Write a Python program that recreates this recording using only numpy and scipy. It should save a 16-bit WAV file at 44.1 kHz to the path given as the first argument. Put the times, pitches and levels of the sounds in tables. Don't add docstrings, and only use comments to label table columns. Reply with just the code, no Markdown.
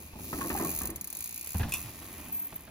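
import sys
import numpy as np
from scipy import signal
from scipy.fft import rfft, irfft, next_fast_len
from scipy.io import wavfile
from scipy.ndimage import uniform_filter1d, map_coordinates

SR = 44100
rng = np.random.default_rng(int(sys.argv[2]) if len(sys.argv) > 2 else 0)


def persist_wave(psi):
    counts = np.round(np.clip(psi, -1, 1) * 32767).astype(np.int16)
    wavfile.write(sys.argv[1], SR, np.atleast_2d(counts).T)


N = 119070
TIME_S = np.arange(N) / SR
AGE_S = np.arange(SR // 3) / SR

# time in seconds, ticks per second.
RUN_IN_HZ = [(.002, 100.8), (.12, 92.6), (.22, 109), (.33, 104.7), (.45, 93.3), (.52, 83.4), (.58, 88),
             (.62, 78.7), (.7, 94.7), (.75, 80.2), (.81, 68.1)]
RUN_OUT_HZ = [(1.188, 54.2), (1.25, 59.8), (1.33, 58.4), (1.45, 60), (1.55, 82), (1.65, 75), (1.8, 90),
              (1.98, 93), (2.3, 97), (2.42, 90), (2.55, 78), (2.62, 72), (2.7, 45)]
# start in seconds, gain in dB.
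SLOW_TICKS = [(0.817, 2), (0.833, -1), (0.855, 2), (0.872, 1.5), (.902, -0.5), (.959, 0.5), (1.011, 0),
              (1.043, 1), (1.073, -0.5), (1.102, 0), (1.127, 0.5), (1.150, 0.5), (1.169, 1.5)]
# time in seconds, level in dB.
TICK_DB = [(0, -46), (.05, -49.5), (.14, -56), (.23, -43.5), (.34, -39.5), (.48, -38), (.59, -32.5),
           (.68, -34), (.8, -32), (1.05, -33), (1.25, -34), (1.45, -38), (1.58, -35.5), (1.66, -51),
           (1.76, -38.5), (1.98, -48.5), (2.15, -44), (2.35, -48), (2.6, -48), (2.7, -58)]
WHIR_DB = [(0, -63), (.35, -59), (.7, -52.5), (.88, -63), (1.0, -70), (1.15, -67), (1.3, -58.5),
           (1.5, -55.5), (1.68, -62), (1.85, -57), (2.05, -62.5), (2.27, -55.5), (2.5, -64), (2.7, -63)]
RUMBLE_DB = [(0, -54), (.12, -58), (.29, -51.5), (.45, -50), (.7, -49.5), (.88, -40.5), (.97, -51),
             (1.05, -62.5), (1.52, -57), (1.615, -38), (1.67, -54), (1.75, -50.5), (2.2, -54.5),
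             (2.45, -63), (2.7, -56.5)]
DRONE_DB = [(0, -47), (.09, -60.5), (.22, -46.5), (.45, -48), (.64, -50), (.77, -55.5), (.9, -50.5),
            (1.07, -62), (1.52, -62), (1.64, -51), (1.75, -51.5), (1.95, -55.5), (2.28, -51), (2.45, -58),
            (2.7, -58)]
HISS_DB = [(0, -59.5), (.14, -60.5), (.3, -50), (.6, -51.5), (.81, -50), (.93, -63), (1.2, -52),
           (1.45, -53), (1.62, -52), (1.9, -54), (2.7, -65)]
CRUNCH_DB = [(0, -56.5), (.17, -57.5), (.28, -53.5), (.6, -47.5), (.76, -50), (.88, -51), (1.03, -58.5),
             (1.52, -58.5), (1.63, -50), (1.8, -51.5), (1.95, -53.5), (2.13, -50.5), (2.28, -52),
             (2.45, -55), (2.7, -57)]
# frequency in Hz, relative level in dB.
HUB_COLOUR = [(300, -61), (1500, -20), (2400, -6.5), (3200, -28), (4100, -7), (5600, -16), (6300, 2),
              (7800, -7), (9200, -6), (10000, 4.5), (11800, 5.5), (13000, -3), (14200, -1.5), (15200, 13),
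              (15900, -14)]
WHIR_COLOUR = [(1500, -51), (2100, -12.5), (2400, 4), (2700, -2), (3100, -20), (5000, -48)]
RUMBLE_COLOUR = [(20, -48), (40, -17.5), (60, -5), (75, -3.5), (110, -15.5), (170, -21), (400, -90)]
DRONE_COLOUR = [(60, -15), (125, -3), (170, 1), (235, 4), (280, 2.5), (345, 0.5), (480, -11.5),
                (900, -17.5), (2000, -79)]
HISS_COLOUR = [(1500, -1), (3100, 3.5), (3900, 9), (5200, 9), (6600, 6), (8000, 4), (12000, 2)]
CRUNCH_COLOUR = [(200, -26), (500, -3), (800, 1), (1150, 0.5), (1450, -7), (2000, -1), (2550, -9.5),
                 (3200, -5.5), (6500, -22), (11000, -3.5), (16000, -20)]
FOREST_COLOUR = [(20, 11), (80, -30), (300, -30), (700, -0.5), (2400, 12.5), (3500, -27.5), (16000, -13.5)]
DIRT_COLOUR = [(60, 12), (300, -11.5), (430, -1.5), (560, 0), (760, 4), (1050, 0), (1400, -17), (2600, -17),
               (4000, -14), (15000, -62)]
BOOM_COLOUR = [(50, -35), (110, -9.5), (170, 6.5), (230, -1), (300, -7.5), (420, -29), (900, -13),
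               (2000, -67)]
GRIT_COLOUR = [(500, -30), (1000, -12), (1350, -5), (1700, 2.5), (2200, -13), (2600, -2), (3100, -11.5),
               (6000, -23), (15000, -33)]
WOOD_COLOUR = [(60, -20), (110, 1), (170, 1), (270, 9.5), (500, -5.5), (800, -3.5), (1250, -4),
               (1500, -16.5), (1850, -5), (2800, -33), (5000, -22), (15000, -68)]
DECK_COLOUR = [(100, -21), (220, -4), (330, 0.5), (420, -6), (520, -12), (780, -10), (1200, -20),
               (2500, -47)]
CRACK_COLOUR = [(500, 0), (2600, 1.5), (4000, -1.5), (6000, 1), (10000, 13.5), (12500, 10.5), (16000, 0)]
ECHO_COLOUR = [(60, 0), (400, -1), (2500, -8.5), (14000, -15.0)]
# start in seconds, then slap, boom and grit levels in dB.
SLAPS = [(0.129, -40, -56, -62), (0.154, -41.5, -33.5, -61), (.188, -40, -47, -50),
         (1.544, -34, -24.5, -39), (1.596, -30.5, -25.5, -37), (1.608, -38, -25.5, -37),
         (1.63, -34, -35, -31), (1.65, -43, -27, -64), (1.677, -38, -46, -66), (2.281, -52, -32, -47.5),
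         (2.523, -39, -37, -46), (2.674, -42, -34.5, -49)]
# start in seconds, level in dB, pitch in Hz, rise and T60 in seconds.
THUMPS = [(0.206, -32.5, 78.6, .01, .12), (0.346, -27, 68, 0.0075, 0.12), (0.521, -29, 65.5, .008, 0.21),
          (1.55, -16.5, 83, 0.0064, 0.12), (1.602, -4, 96, 0.016, 0.052),
          (1.848, -27.5, 110.5, 0.0063, 0.074)]
# start in seconds, knock in dB, ring pitch in Hz, ring and grit in dB.
SLATS = [(0.328, -28, 1288, -30.5, -38), (.385, -36.5, 826, -44, -43), (0.411, -36.5, 1098, -27.5, -32.5),
         (0.444, -35, 1052, -36, -57), (0.454, -58, 331, -28, -60), (0.499, -27, 276, -37, -32),
         (.511, -47, 916, -40, -47), (.550, -35, 818, -24.5, -61), (.571, -40, 760, -35, -36),
         (.597, -30.5, 1022, -33.5, -52), (.607, -37, 231, -23, -45), (0.625, -39, 337, -30.5, -54),
         (0.649, -35.5, 1102, -30, -51), (0.661, -53, 169, -29, -67), (0.681, -50, 280, -44, -50),
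         (0.81, -36, 1150, -37, -42.5), (0.838, -38, 260, -45, -41.5), (.892, -38, 329, -37, -46)]
# start in seconds, crack and ring levels in dB.
CLANKS = [(0.498, -61, -43), (1.472, -26.5, -63), (1.693, -30.5, -69), (1.721, -23, -28), (1.738, -18, -25)]
# frequency in Hz, gain in dB, T60 in seconds.
METAL_MODES = [(1073, -17, 0.22), (2430, -29, 0.034), (2540, 5.5, 0.049), (2670, -6, 0.14),
               (3120, -15.5, 0.033), (3480, -13, 0.11), (5140, -13.5, 0.06), (5910, -14.5, 0.17),
               (7120, -6.5, 0.057), (9150, 3.5, 0.034)]
# start in seconds, length in seconds, level in dB.
SQUEALS = [(2.318, 0.021, -26.5), (2.333, 0.033, -27), (2.35, 0.042, -31), (2.389, 0.022, -28),
           (2.412, 0.028, -28), (2.437, 0.028, -30), (2.464, 0.015, -31), (2.556, 0.013, -28.5)]
# frequency in Hz, left-right correlation.
COHERENCE = [(300, 0.99), (500, 0.82), (1000, 0.68), (2500, 0.72), (6000, 0.43), (15000, 0.43)]
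HUB_COHERENCE = [(2500, 0.66), (6500, 1), (11000, 0.23), (15000, 0.72)]
HISS_COHERENCE = [(1500, 0.27), (4000, 0.18), (7000, 0.31), (15000, .2)]
# frequency in Hz, left lead in radians.
HUB_LEAD_RAD = [(1000, 0.43), (2600, 5.24), (4500, 5.23), (6500, 4.68), (11000, 4), (15000, 16.9)]
# time in seconds, left lead in milliseconds.
LEAD_MS = [(0, 0.21), (.9, 0.12), (1.3, 0.098), (1.7, 0.026), (2.7, -0.043)]
# time in seconds, left minus right in dB.
PAN_DB = [(0, 0), (1.1, -0.5), (1.5, -0.5), (2.7, -2)]
# centre in Hz, width in Hz, gain in dB.
NOTCHES = [(8650, 380, -16), (13560, 270, -20)]


def amp(db):
    return 10 ** (np.asarray(db) / 20)


def along(rows, hz):
    knots_hz, values = np.transpose(rows)
    return np.interp(np.log(hz + 1), np.log(knots_hz + 1), values)


def curve(rows, time_s=TIME_S):
    return np.interp(time_s, *np.transpose(rows))


def wobble(rate_hz):
    return map_coordinates(rng.standard_normal(N // 8), [TIME_S * rate_hz], mode="wrap")


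def filtered(x, response):
    size = next_fast_len(N + SR // 4)
    hz = np.fft.rfftfreq(size, 1 / SR)
    return irfft(rfft(x, size) * response(hz), size)[..., :N]


def noise(colour, coherence=COHERENCE, grain=1):
    def mid_side_gains(hz):
        angle_rad = np.arccos(np.clip(along(coherence, hz), -1, 1)) / 2
        return amp(along(colour, hz)) * [np.cos(angle_rad), np.sin(angle_rad)]

    mid, side = filtered(grain * rng.standard_normal((2, N)), mid_side_gains)
    stereo = np.array([mid + side, mid - side])
    return stereo / np.sqrt(np.mean(stereo ** 2) + 1e-20)


def recoloured(burst, colour):
    spectrum = rfft(burst)
    broad_power = np.abs(uniform_filter1d(np.abs(spectrum) ** 2, size=200, axis=1))
    whitened = spectrum / np.sqrt(broad_power + 1e-20)
    hz = np.linspace(0, SR / 2, whitened.shape[1])
    return irfft(whitened * amp(along(colour, hz)))[:, :burst.shape[1] // 2]


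def fade(rise_s, t60_s):
    return (1 - np.exp(-AGE_S / rise_s)) * np.exp(-np.log(1000) * AGE_S / t60_s)


def add(out, start_s, x):
    i = max(round(start_s * SR), 0)
    out[..., i:i + x.shape[-1]] += x[..., :max(N - i, 0)]


def blows(rows, shape):
    out = np.zeros(N)
    for start_s, db, *_ in rows:
        add(out, start_s, amp(db) * shape)
    return out


def tick_times(rates):
    time_s = TIME_S[(TIME_S >= rates[0][0]) & (TIME_S <= rates[-1][0])]
    teeth = np.cumsum(curve(rates, time_s)) / SR
    return np.interp(np.arange(teeth[-1]), teeth, time_s)


def freehub(scatter_db=2.18, chatter_db=-0.5, ring_db=-1, tail_db=-11):
    fast_s = np.r_[tick_times(RUN_IN_HZ), tick_times(RUN_OUT_HZ)]
    ticks = list(zip(fast_s, scatter_db * rng.standard_normal(len(fast_s)))) + SLOW_TICKS
    ticks = [(start_s, db + curve(TICK_DB, start_s)) for start_s, db in ticks]
    shape = fade(rise_s=0.0012, t60_s=0.0085) + amp(tail_db) * fade(rise_s=0.0012, t60_s=0.05)
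    shape /= shape.max()
    chatter = amp(chatter_db) * noise(HUB_COLOUR, HUB_COHERENCE) * blows(ticks, shape)
    burst = noise(HUB_COLOUR, HUB_COHERENCE)[:, :len(AGE_S)] * shape
    ring = recoloured(burst, HUB_COLOUR)
    ring *= amp(ring_db) * np.linalg.norm(shape) / np.linalg.norm(ring[0])
    impulses = blows(ticks, np.ones(1))
    rings = signal.fftconvolve(impulses[None], ring, axes=1)[:, :N]
    whir = noise(WHIR_COLOUR, HUB_COHERENCE) * amp(curve(WHIR_DB))
    sides = np.array([[0.5], [-0.5]])
    return filtered(chatter + rings + whir, lambda hz: np.exp(1j * along(HUB_LEAD_RAD, hz) * sides))


def rolling(grain_db=3.7, lumps_db=1.5):
    rumble = noise(RUMBLE_COLOUR) * amp(curve(RUMBLE_DB))
    drone = noise(DRONE_COLOUR) * amp(curve(DRONE_DB))
    grain = amp(grain_db * wobble(rate_hz=1200) + lumps_db * wobble(rate_hz=64))
    hiss = noise(HISS_COLOUR, HISS_COHERENCE) * amp(curve(HISS_DB))
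    crunch = noise(CRUNCH_COLOUR, grain=grain) * amp(curve(CRUNCH_DB))
    return rumble + drone + hiss + crunch


def forest(level_db=-70.5):
    return amp(level_db) * noise(FOREST_COLOUR)


def wheel_impacts():
    out = noise(DIRT_COLOUR) * blows(SLAPS, fade(rise_s=0.0025, t60_s=0.075))
    booms = [(start_s, boom_db) for start_s, _, boom_db, _ in SLAPS]
    out += noise(BOOM_COLOUR) * blows(booms, fade(rise_s=0.012, t60_s=0.084))
    for start_s, db, hz, rise_s, t60_s in THUMPS:
        add(out, start_s, amp(db) * fade(rise_s, t60_s) * np.sin(2 * np.pi * hz * AGE_S))
    return out


def crushed_grit(grain_db=4):
    strikes = [(start_s, grit_db) for start_s, *_, grit_db in SLATS + SLAPS]
    grit = noise(GRIT_COLOUR, grain=amp(grain_db * wobble(rate_hz=1500)))
    return grit * blows(strikes, fade(rise_s=0.0019, t60_s=0.065))


def ramp(deck_db=-10.5, overtone_ratio=1.5, overtone_db=-12.5):
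    out = noise(WOOD_COLOUR) * blows(SLATS, fade(rise_s=0.0012, t60_s=0.094))
    out += amp(deck_db) * noise(DECK_COLOUR) * blows(SLATS, fade(rise_s=0.011, t60_s=0.33))
    for start_s, _, hz, ring_db, _ in SLATS:
        phase = 2 * np.pi * hz * AGE_S
        ring = np.sin(phase) + amp(overtone_db) * np.sin(overtone_ratio * phase)
        add(out, start_s, amp(ring_db) * fade(rise_s=0.0012, t60_s=0.07) * ring)
    return out


def chain_clank(jitter_rad=1.0, jangle_db=-13):
    crack = fade(rise_s=0.00039, t60_s=0.014)
    jangle = amp(jangle_db) * fade(rise_s=0.011, t60_s=0.14)
    out = noise(CRACK_COLOUR) * blows(CLANKS, crack + jangle)
    for start_s, _, ring_db in CLANKS:
        for hz, mode_db, t60_s in METAL_MODES:
            phase = 2 * np.pi * (hz * AGE_S + rng.random())
            jitter = map_coordinates(rng.standard_normal(128), [AGE_S * 250], mode="wrap")
            ring = fade(rise_s=0.0035, t60_s=t60_s) * np.sin(phase + jitter_rad * jitter)
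            add(out, start_s, amp(ring_db + mode_db) * ring)
    return out


def brake(pitch_hz=12960, sag_hz_per_s=170, waver_hz=89, left_lag_rad=2.63, flutter_db=2):
    out = np.zeros((2, N))
    for start_s, length_s, db in SQUEALS:
        swell = np.sqrt(np.abs(np.hanning(int(length_s * SR))))
        centre_hz = pitch_hz - sag_hz_per_s * (start_s - SQUEALS[0][0])
        hz = centre_hz + waver_hz * wobble(rate_hz=350)[:len(swell)]
        phase = 2 * np.pi * np.cumsum(hz) / SR
        add(out, start_s, amp(db) * swell * np.sin([phase - left_lag_rad, phase]))
    return out * amp(flutter_db * wobble(rate_hz=32))


def passing(x):
    lead_s = curve(LEAD_MS) / 1000
    channels = []
    for channel, side in zip(x, (0.5, -0.5)):
        shifted = map_coordinates(channel, [(TIME_S + side * lead_s) * SR], order=5)
        channels.append(shifted * amp(side * curve(PAN_DB)))
    return np.array(channels)


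def tree_echo(x, level_db=-17):
    tail = noise(ECHO_COLOUR)[:, :len(AGE_S)] * fade(rise_s=0.0064, t60_s=0.4)
    tail /= np.linalg.norm(tail[0])
    return amp(level_db) * signal.fftconvolve(x, tail, axes=1)[:, :N]


def scene():
    bike = freehub() + brake()
    bike += passing(ramp() + wheel_impacts() + crushed_grit() + chain_clank() + rolling())
    return bike + tree_echo(bike) + forest()


def record(dry):
    def response(hz, top_hz=16100):
        dips_db = sum(db * np.exp(-((hz - mid_hz) / width_hz) ** 2) for mid_hz, width_hz, db in NOTCHES)
        return amp(dips_db) * (hz < top_hz)

    return filtered(dry, response)


dry = scene()
out = record(dry)
persist_wave(out)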